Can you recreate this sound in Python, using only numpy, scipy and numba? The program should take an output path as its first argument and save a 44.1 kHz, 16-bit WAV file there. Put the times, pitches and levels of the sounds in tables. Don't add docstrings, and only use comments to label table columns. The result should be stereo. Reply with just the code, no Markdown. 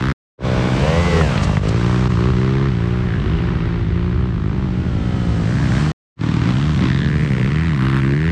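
import sys
import numpy as np
from scipy import signal
from scipy.fft import rfft, irfft
from scipy.io import wavfile
from scipy.ndimage import uniform_filter1d
from numba import njit

SR = 44100
rng = np.random.default_rng(int(sys.argv[2]) if len(sys.argv) > 2 else 0)


def persist_wave(psi):
    counts = np.round(np.clip(psi, -1, 1) * 32767).astype(np.int16)
    wavfile.write(sys.argv[1], SR, np.atleast_2d(counts).T)


N = 366471
T = np.arange(N) / SR
TICKS = T[::100]
NEAR_M = 10

# (opens [s], shuts [s], firing rate reached [Hz], honk swell if above 0 [dB])
LEAD_THROTTLE = [(-.14, 0.149, 72, 5), (0.159, 0.404, 64.5, 20.5), (0.402, 0.703, 63.6, 6.5),
                 (.705, .81, 68.5, 6), (0.799, 1.001, 86.83, 9.5), (1, 1.09, 87.64, 7),
                 (1.088, 1.205, 81.48, 11), (1.31, 1.389, 50.9, -2.5), (1.389, 1.582, 49.77, 1),
                 (1.6, 2.091, 63.32, 4.5), (2.159, 2.3, 64.63, 8), (2.335, 2.667, 68.38, 7.5),
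                 (2.777, 3.045, 62.34, 4), (3.22, 3.527, 62, 4.5), (3.562, 3.797, 58.2, 3.5),
                 (3.876, 4.255, 63.04, 4), (4.426, 4.64, 66.28, 3), (4.691, 4.862, 63.93, 2.5),
                 (4.901, 5.386, 54.4, 0.5), (5.437, 5.624, 71.55, 0), (5.709, 5.911, 80.27, -2),
                 (6.121, 6.385, 38.46, 5.5), (6.392, 6.502, 64.44, 8), (6.532, 6.701, 78.22, 3.5),
                 (6.778, 6.857, 63, 10.5), (6.859, 7.254, 75.88, -2), (7.335, 7.439, 62.6, 3.5),
                 (7.438, 7.677, 84.36, -3.5), (7.796, 7.99, 68.07, 6.5), (8.01, 8.139, 69.7, 9.5),
                 (8.134, 8.312, 85.44, 4.5)]
# (opens [s], shuts [s], firing rate reached [Hz], strength of firings [dB])
SECOND_THROTTLE = [(.135, 0.735, 60, -6.5), (.744, 1.333, 78, -6.5), (3.02, 3.5, 85.95, -4.5),
                   (3.541, 4.161, 87.97, -10.5), (4.335, 4.831, 44.99, -1.5), (4.9, 5.144, 66.12, 0),
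                   (5.179, 5.796, 54.2, -9.5), (6.101, 6.451, 62.32, -11), (6.715, 7.003, 44.65, -2.5)]
# (frequency [Hz], gain [dB])
PIPE_COLOUR = [(25, -51), (45, -6), (62, -8.5), (85, 5.5), (120, 9.5), (185, 6), (240, -7), (310, -11),
               (420, -49.5), (800, -116.5)]
# (frequency [Hz], gain [dB])
HISS_COLOUR = [(1500, -6), (3000, -4.5), (4200, 5), (8200, -1.5), (9500, -15), (12000, -25.5),
               (14000, -45.5)]


def undb(db):
    return 10 ** (np.asarray(db) / 20)


def curves(rows):
    s, *columns = np.transpose(rows)
    return [np.interp(T, s, column) for column in columns]


def unit(x):
    return x / np.sqrt(np.mean(x ** 2))


def even(x, size=3300):
    power = uniform_filter1d(uniform_filter1d(np.atleast_2d(x ** 2).mean(0), size), size)
    return x / np.sqrt(np.abs(power) + 1e-12)


def colour(x, points, size=8192):
    hz, db = np.transpose(points)
    gain_db = np.interp(np.log(np.arange(size // 2 + 1) * SR / size + 1), np.log(hz), db)
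    cepstrum = irfft(np.log(undb(gain_db)))[:size // 2]
    cepstrum[0] /= 2
    response = irfft(np.exp(rfft(2 * cepstrum, size)))[:size // 2]
    return signal.oaconvolve(np.atleast_2d(x), response[None], axes=1)[:, :N]


@njit
def resonance(x, hz, width):
    y, band, low = np.empty(len(x)), 0., 0.
    for i in range(len(x)):
        g, damping = np.tan(np.pi * hz[i] / SR), width[i] / hz[i]
        v = (band + g * (x[i] - low)) / (1 + g * (g + damping))
        band, low, y[i] = 2 * v - band, low + 2 * g * v, damping * v
    return y


def two_chambers(x, hz, width):
    return resonance(resonance(x, hz, width), hz, width)


def air(apart, size=N):
    noise = rng.standard_normal((3, size))
    return unit(noise[0] + apart * noise[1:])


def place(x, pan_db, lag_ms):
    left = np.interp(T - lag_ms / 1000, T, x[0])
    return np.array([left * undb(pan_db / 2), x[1] * undb(-pan_db / 2)])


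def throttle(twists, release_s, scale=float, attack_s=0.048):
    envelopes = []
    for opens, shuts, _, db in twists:
        attack = np.clip((TICKS - opens) / attack_s, 0, 1)
        release = np.exp(-np.maximum(TICKS - shuts, 0) / release_s)
        envelopes.append(scale(db) * attack * release)
    return np.interp(T, TICKS, np.max(envelopes, axis=0))


def revs(twists, idle_hz=38.3, up_s=.205, down_s=.2):
    hz = np.full(len(TICKS), idle_hz)
    for opens, shuts, top_hz, _ in twists:
        coasting = top_hz < idle_hz + 2
        start_hz = idle_hz if coasting else np.interp(opens, TICKS, hz)
        held_s = np.clip(TICKS - opens, 0, shuts - opens)
        climb = np.expm1(-held_s / up_s) / np.expm1((opens - shuts) / up_s)
        driven_hz = start_hz + (top_hz - start_hz) * climb
        sag = np.exp(-np.maximum(TICKS - shuts, 0) / down_s)
        hz = np.where(TICKS < opens, hz, idle_hz + (driven_hz - idle_hz) * sag)
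    return np.interp(T, TICKS, hz)


def firings(hz, jitter_s, scatter_db):
    first_firings = [0.0086, .39, 6.21]
    cycles = np.cumsum(hz) / SR
    marks = np.interp([*first_firings, T[-1]], T, cycles)
    firing_cycles = np.concatenate([np.arange(a, b) for a, b in zip(marks, marks[1:])])
    times = np.interp(firing_cycles, cycles, T)
    late, strong = rng.standard_normal((N // 300, 2))[:len(times)].T
    samples = np.clip((times + jitter_s * late) * SR, 0, N - 1).astype(int)
    return np.bincount(samples, undb(scatter_db * strong), N)


def doublings(metres):
    return np.log2(np.maximum(metres, 1) / NEAR_M)


def exhaust(pulses, metres, facing, swell_db):
    # (time [s], centre [Hz], width [Hz])
    honk_path = [(.1, 306, 115.7), (.45, 520, 327), (.75, 330, 202), (.87, 565, 88.7), (1.05, 516, 110),
                 (1.17, 437, 60), (1.35, 606, 466), (1.8, 357, 91.3), (2.6, 371, 64), (4.4, 354, 64.3),
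                 (5.5, 338.2, 190), (6.5, 274.4, 74.6), (6.85, 270, 129.9), (7.1, 395, 171.4),
                 (7.38, 429.3, 193.1), (7.7, 310, 105.5), (8.07, 312.4, 65.17), (8.3, 383, 89.5)]
    # (frequency [Hz], gain [dB])
    silencer = [(150, -33.5), (250, 7.5), (340, 6), (600, 1.5), (750, -7), (1100, 2), (2600, -57.5)]
    hz, width = curves(honk_path)
    thump = -even(colour(pulses, PIPE_COLOUR))
    ring = two_chambers(pulses, hz, 1.5 * width)
    leak = -undb(-28) * pulses
    honk = even(colour(ring + leak, silencer))
    thump_db = -17.5 - 2.13 * doublings(metres) + 4.5 * facing + 0.11 * swell_db
    honk_db = -30 - 2.16 * doublings(metres) + swell_db
    return np.repeat(undb(thump_db) * thump + undb(honk_db) * honk, 2, axis=0)


def puffs(pulses, rise_s, decay_s):
    t = T[:SR // 20]
    puff = (1 - np.exp(-t / rise_s)) * np.exp(-t / decay_s)
    return unit(np.abs(signal.oaconvolve(pulses, puff)[:N]))


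def flares():
    # (time [s], half-length [s], height [dB])
    swells = [(0.065, 0.16, 5), (0.565, 0.17, 4.5), (1.003, 0.28, -0.5), (1.24, 0.041, -15.5),
              (1.355, 0.12, 4.5), (2.305, 0.37, -2.5), (3.5, 0.5, 4), (5.493, 0.36, -3), (6.659, 0.19, -2),
              (7.143, 0.18, -4.5), (7.404, 0.08, -2), (8.13, 0.11, -6)]
    s, half_s, db = np.transpose(swells)
    return np.interp(T, TICKS, np.exp(-((TICKS[:, None] - s) / half_s) ** 2) @ db)


def bark_and_hiss(pulses, metres, facing, swell_db, far_m=31):
    # (frequency [Hz], gain [dB])
    near_colour = [(300, -5.5), (820, -1), (1050, 2), (1500, -1.5), (1900, -7), (3000, -10), (4200, -15.5),
                   (6000, -19.5), (10000, -62.5)]
    # (frequency [Hz], gain [dB])
    far_colour = [(350, -13.5), (820, -10), (970, -2.5), (1900, -0.5), (2450, -7), (3000, -9.5),
                  (4200, -13.5), (6000, -30), (10000, -58.5)]
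    flare_db = flares()
    sharp_db = -12.5 + 21.5 * facing + 0.51 * flare_db
    far = np.clip(metres / far_m * (0.18 + facing), 0, 1)
    flow = puffs(pulses, rise_s=0.00081, decay_s=0.0016)
    crack = flow * air(apart=0.55) + undb(sharp_db - 9.5) * unit(pulses)
    gas = undb(sharp_db) * even(crack) + air(apart=0.65)
    bark = (1 - far) * even(colour(gas, near_colour)) + far * even(colour(gas, far_colour))
    jet = even(flow) * air(apart=0.94)
    hiss = colour(undb(sharp_db - 6.5) * jet + air(apart=1.0), HISS_COLOUR)
    bark_db = -31 - 6.5 * doublings(metres) + 6.5 * facing + 0.44 * swell_db + flare_db
    hiss_db = -39 - 8.5 * doublings(metres)
    return undb(bark_db) * even(bark), undb(hiss_db) * even(hiss)


def rasp(pulses, starts, ends, from_hz, to_hz, width_hz, db, rise_s=.025, fall_s=0.0073, puff_s=0.0022):
    span = (T > starts - rise_s) & (T < ends + 5 * fall_s)
    t, fronts = T[span], pulses[span]
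    puff = signal.lfilter([1], [1, -np.exp(-1 / (SR * puff_s))], fronts)
    drive = unit(fronts) + undb(-15) * unit(puff * rng.standard_normal(len(t)))
    hz = np.interp(t, [starts, ends], [from_hz, to_hz])
    width = np.full(len(t), float(width_hz))
    first, octave = (two_chambers(drive, k * hz, k * width) for k in (1, 2))
    envelope = np.clip((t - starts) / rise_s + .5, 0, 1) * np.exp(-np.maximum(t - ends, 0) / fall_s)
    out = np.zeros(N)
    out[span] = unit(first + undb(-19) * octave) * envelope
    return undb(db) * out


def load_rasps(pulses):
    # (start [s], end [s], resonance from [Hz], to [Hz], chamber width [Hz], level [dB])
    spells = [(0.005, .13, 1250, 1460, 900, -27.5), (1.799, 2.685, 1047, 1190, 418, -37.5),
              (3.186, 3.4, 3033, 2833, 800, -43.5), (3.401, 3.75, 1300, 1090, 750, -43),
              (3.949, 4.703, 1241, 1053, 750, -42), (5.421, 5.801, 1722, 1708, 550, -38.5),
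              (6.492, 7.085, 3040, 3516, 900, -41), (6.875, 7.086, 1830, 1640, 330, -35.5),
              (7.088, 7.271, 1640, 1953, 750, -34.5), (7.294, 7.47, 1960, 1957, 750, -34.5),
              (7.493, 7.74, 1880, 1680, 600, -39), (8.007, 8.33, 1786, 1687, 700, -35)]
    return sum(rasp(pulses, *spell) for spell in spells)


def clatter(hz, metres, facing, decay_cycles=0.93, ring_width_hz=380.):
    # (frequency [Hz], gain [dB])
    casing = [(200, -24.5), (330, 4), (620, 7.5), (1150, 0.5), (1700, -5.5), (2700, -8), (3800, -11.5),
              (7000, -35.5)]
    # (time [s], lower [Hz], upper [Hz])
    casing_rings = [(.7, 2230, 3280), (.83, 2350, 2820), (1.15, 2000, 2690), (5.6, 1748, 3160)]
    turn = np.linspace(0, 1, 512)
    cycle = air(apart=0.45, size=len(turn)) * np.exp(-turn / decay_cycles)
    phase = np.cumsum(hz) / SR % 1
    rattle = colour(np.array([np.interp(phase, turn, side) for side in cycle]), casing)
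    width = np.full(N, ring_width_hz)
    rings = sum(np.array([resonance(side, ring_hz, width) for side in rattle])
                for ring_hz in curves(casing_rings))
    db = -26.5 - 6 * doublings(metres) - 17 * facing
    return undb(db) * even(rattle + undb(3) * rings)


def wind():
    # (time [s], level [dB])
    gusts = [(.8, -23.5), (1.7, -22.5), (5.2, -21.5), (6.2, -31)]
    # (frequency [Hz], gain [dB])
    rumble = [(20, -25.5), (48, 11), (80, 14.5), (1500, -84.5)]
    gust_db, = curves(gusts)
    return undb(gust_db) * unit(colour(air(apart=0.051), rumble))


def bangs():
    # (time [s], crack peak [dB], pitch [Hz], t60 [s], thump against crack [dB])
    hits = [(1.2115, -6.5, 1400, .035, -6), (1.377, -13, 2400, .04, -4), (1.494, -17, 1000, .02, 5),
            (1.569, -10, 1500, .02, 1)]
    out = np.zeros((2, N))
    t = T[:SR // 8]
    thump = colour(1. * (T == 0), PIPE_COLOUR)[0, :len(t)]
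    thump /= np.abs(thump).max()
    for s, db, hz, t60_s, thump_db in hits:
        band = signal.butter(3, [hz * 0.48, hz * 1.59], "band", fs=SR, output="sos")
        crack = signal.sosfilt(band, rng.standard_normal(len(t)) * undb(-60 * t / t60_s))
        crack /= np.abs(crack).max()
        start = int(s * SR)
        out[:, start:start + len(t)] += undb(db) * (crack + undb(thump_db) * thump)
    return out


def soil():
    # (time [s], level [dB], half-length [s])
    sprays = [(1.439, -31.5, 0.015), (1.691, -31, 0.0054)]
    flow = sum(undb(db) * np.exp(-((T - s) / half_s) ** 2) for s, db, half_s in sprays)
    return flow * unit(colour(air(apart=0.33), HISS_COLOUR))


def misfires():
    # (time [s], depth [dB], half-length [s])
    misses = [(1.607, -7.5, 0.019), (2.087, -13, 0.0056)]
    return undb(sum(db * np.exp(-((T - s) / half_s) ** 2) for s, db, half_s in misses))


def blips(scatter_db=1.5):
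    # (start [s], end [s], firing rate from [Hz], to [Hz],
    # resonance from [Hz], to [Hz], chamber width [Hz], level [dB])
    snaps = [(3.069, 3.178, 54, 66.6, 1800, 1596, 400, -35),
             (7.775, 8.003, 51.4, 65.33, 1332, 1450, 1249, -31)]
    out = np.zeros(N)
    for starts, ends, from_rate, to_rate, *tone in snaps:
        hz = np.interp(T, [starts, ends], [from_rate, to_rate]) * (T >= starts)
        cycles = np.cumsum(hz) / SR
        pulses = np.diff(np.ceil(cycles), prepend=0) * undb(scatter_db * rng.standard_normal(N))
        out += rasp(pulses, starts, ends, *tone)
    return out


def scene():
    # (time [s], distance [m])
    distance = [(.1, 26), (.45, 17), (.8, 10.2), (1.19, 7.7), (1.4, 12), (1.65, 15.2), (1.95, 12.8),
                (2.6, 19.2), (3.5, 28.4), (4.4, 40.7), (5.2, 20.2), (5.8, 9.2), (6.25, 20.5), (6.5, 15.3),
                (7.4, 22.2), (8.2, 26.9)]
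    # (time [s], facing [0-1])
    heading = [(.1, 0.24), (.5, 0), (1, 0), (1.4, 0), (1.85, 0.51), (2.6, 0.61), (3, 0.3), (3.5, 0.34),
               (4.4, 0.38), (5.15, 0.07), (5.55, 0.46), (5.9, 0.41), (6.7, 0.66), (7.1, 0.83), (8.3, 0.95)]
    # (time [s], left minus right [dB], lag of the left side [ms])
    bearing = [(1.2, -2.5, -0.0075), (3, 5, 0.071), (4, 3.5, 0.059), (6.7, 7.5, -0.017), (7.2, 14.5, 0.092)]
    metres, = curves(distance)
    facing, = curves(heading)
    pan_db, lag_ms = curves(bearing)
    swell_db = throttle(LEAD_THROTTLE, release_s=0.032)
    second_gain = throttle(SECOND_THROTTLE, release_s=0.7, scale=undb)
    lead_hz = revs(LEAD_THROTTLE)
    lead = firings(lead_hz, jitter_s=.00004, scatter_db=.9)
    second = second_gain * firings(revs(SECOND_THROTTLE), jitter_s=.00013, scatter_db=1.4)
    boom = resonance(second, np.full(N, 220.), np.full(N, 90.))
    pipes = exhaust(lead + second + undb(2.5) * boom, metres, facing, swell_db)
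    bark, hiss = bark_and_hiss(lead + undb(-3.5) * second, metres, facing, swell_db)
    bikes = place(pipes, 1.0, lag_ms) + place(bark, pan_db, lag_ms) + place(hiss, pan_db - 2.5, lag_ms)
    bikes += place([load_rasps(lead)] * 2, pan_db - 2, lag_ms)
    bikes += place(clatter(lead_hz, metres, facing), pan_db, lag_ms)
    second_snaps = place([blips()] * 2, -0.5, lag_ms)
    return misfires() * bikes + second_snaps + bangs() + soil() + wind()


def record(dry):
    ceiling, top_hz = .72, 13000
    rounded = dry / (1 + (dry / ceiling) ** 6) ** (1 / 6)
    # (time [s], level [dB])
    fader = [(.124, 0), (.126, -50), (.15, -62), (.375, -62), (.39, -32), (.415, -15), (.45, 0),
             (5.918, 0), (5.921, -50), (5.97, -70), (6.15, -70), (6.18, -24), (6.21, -5), (6.235, 0)]
    fade_db, = curves(fader)
    fade = np.where(fade_db > -55, undb(fade_db), 0)
    low_pass = signal.ellip(8, .2, 80, top_hz, fs=SR, output="sos")
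    return signal.sosfilt(low_pass, rounded * fade)


dry = scene()
out = record(dry)
persist_wave(out)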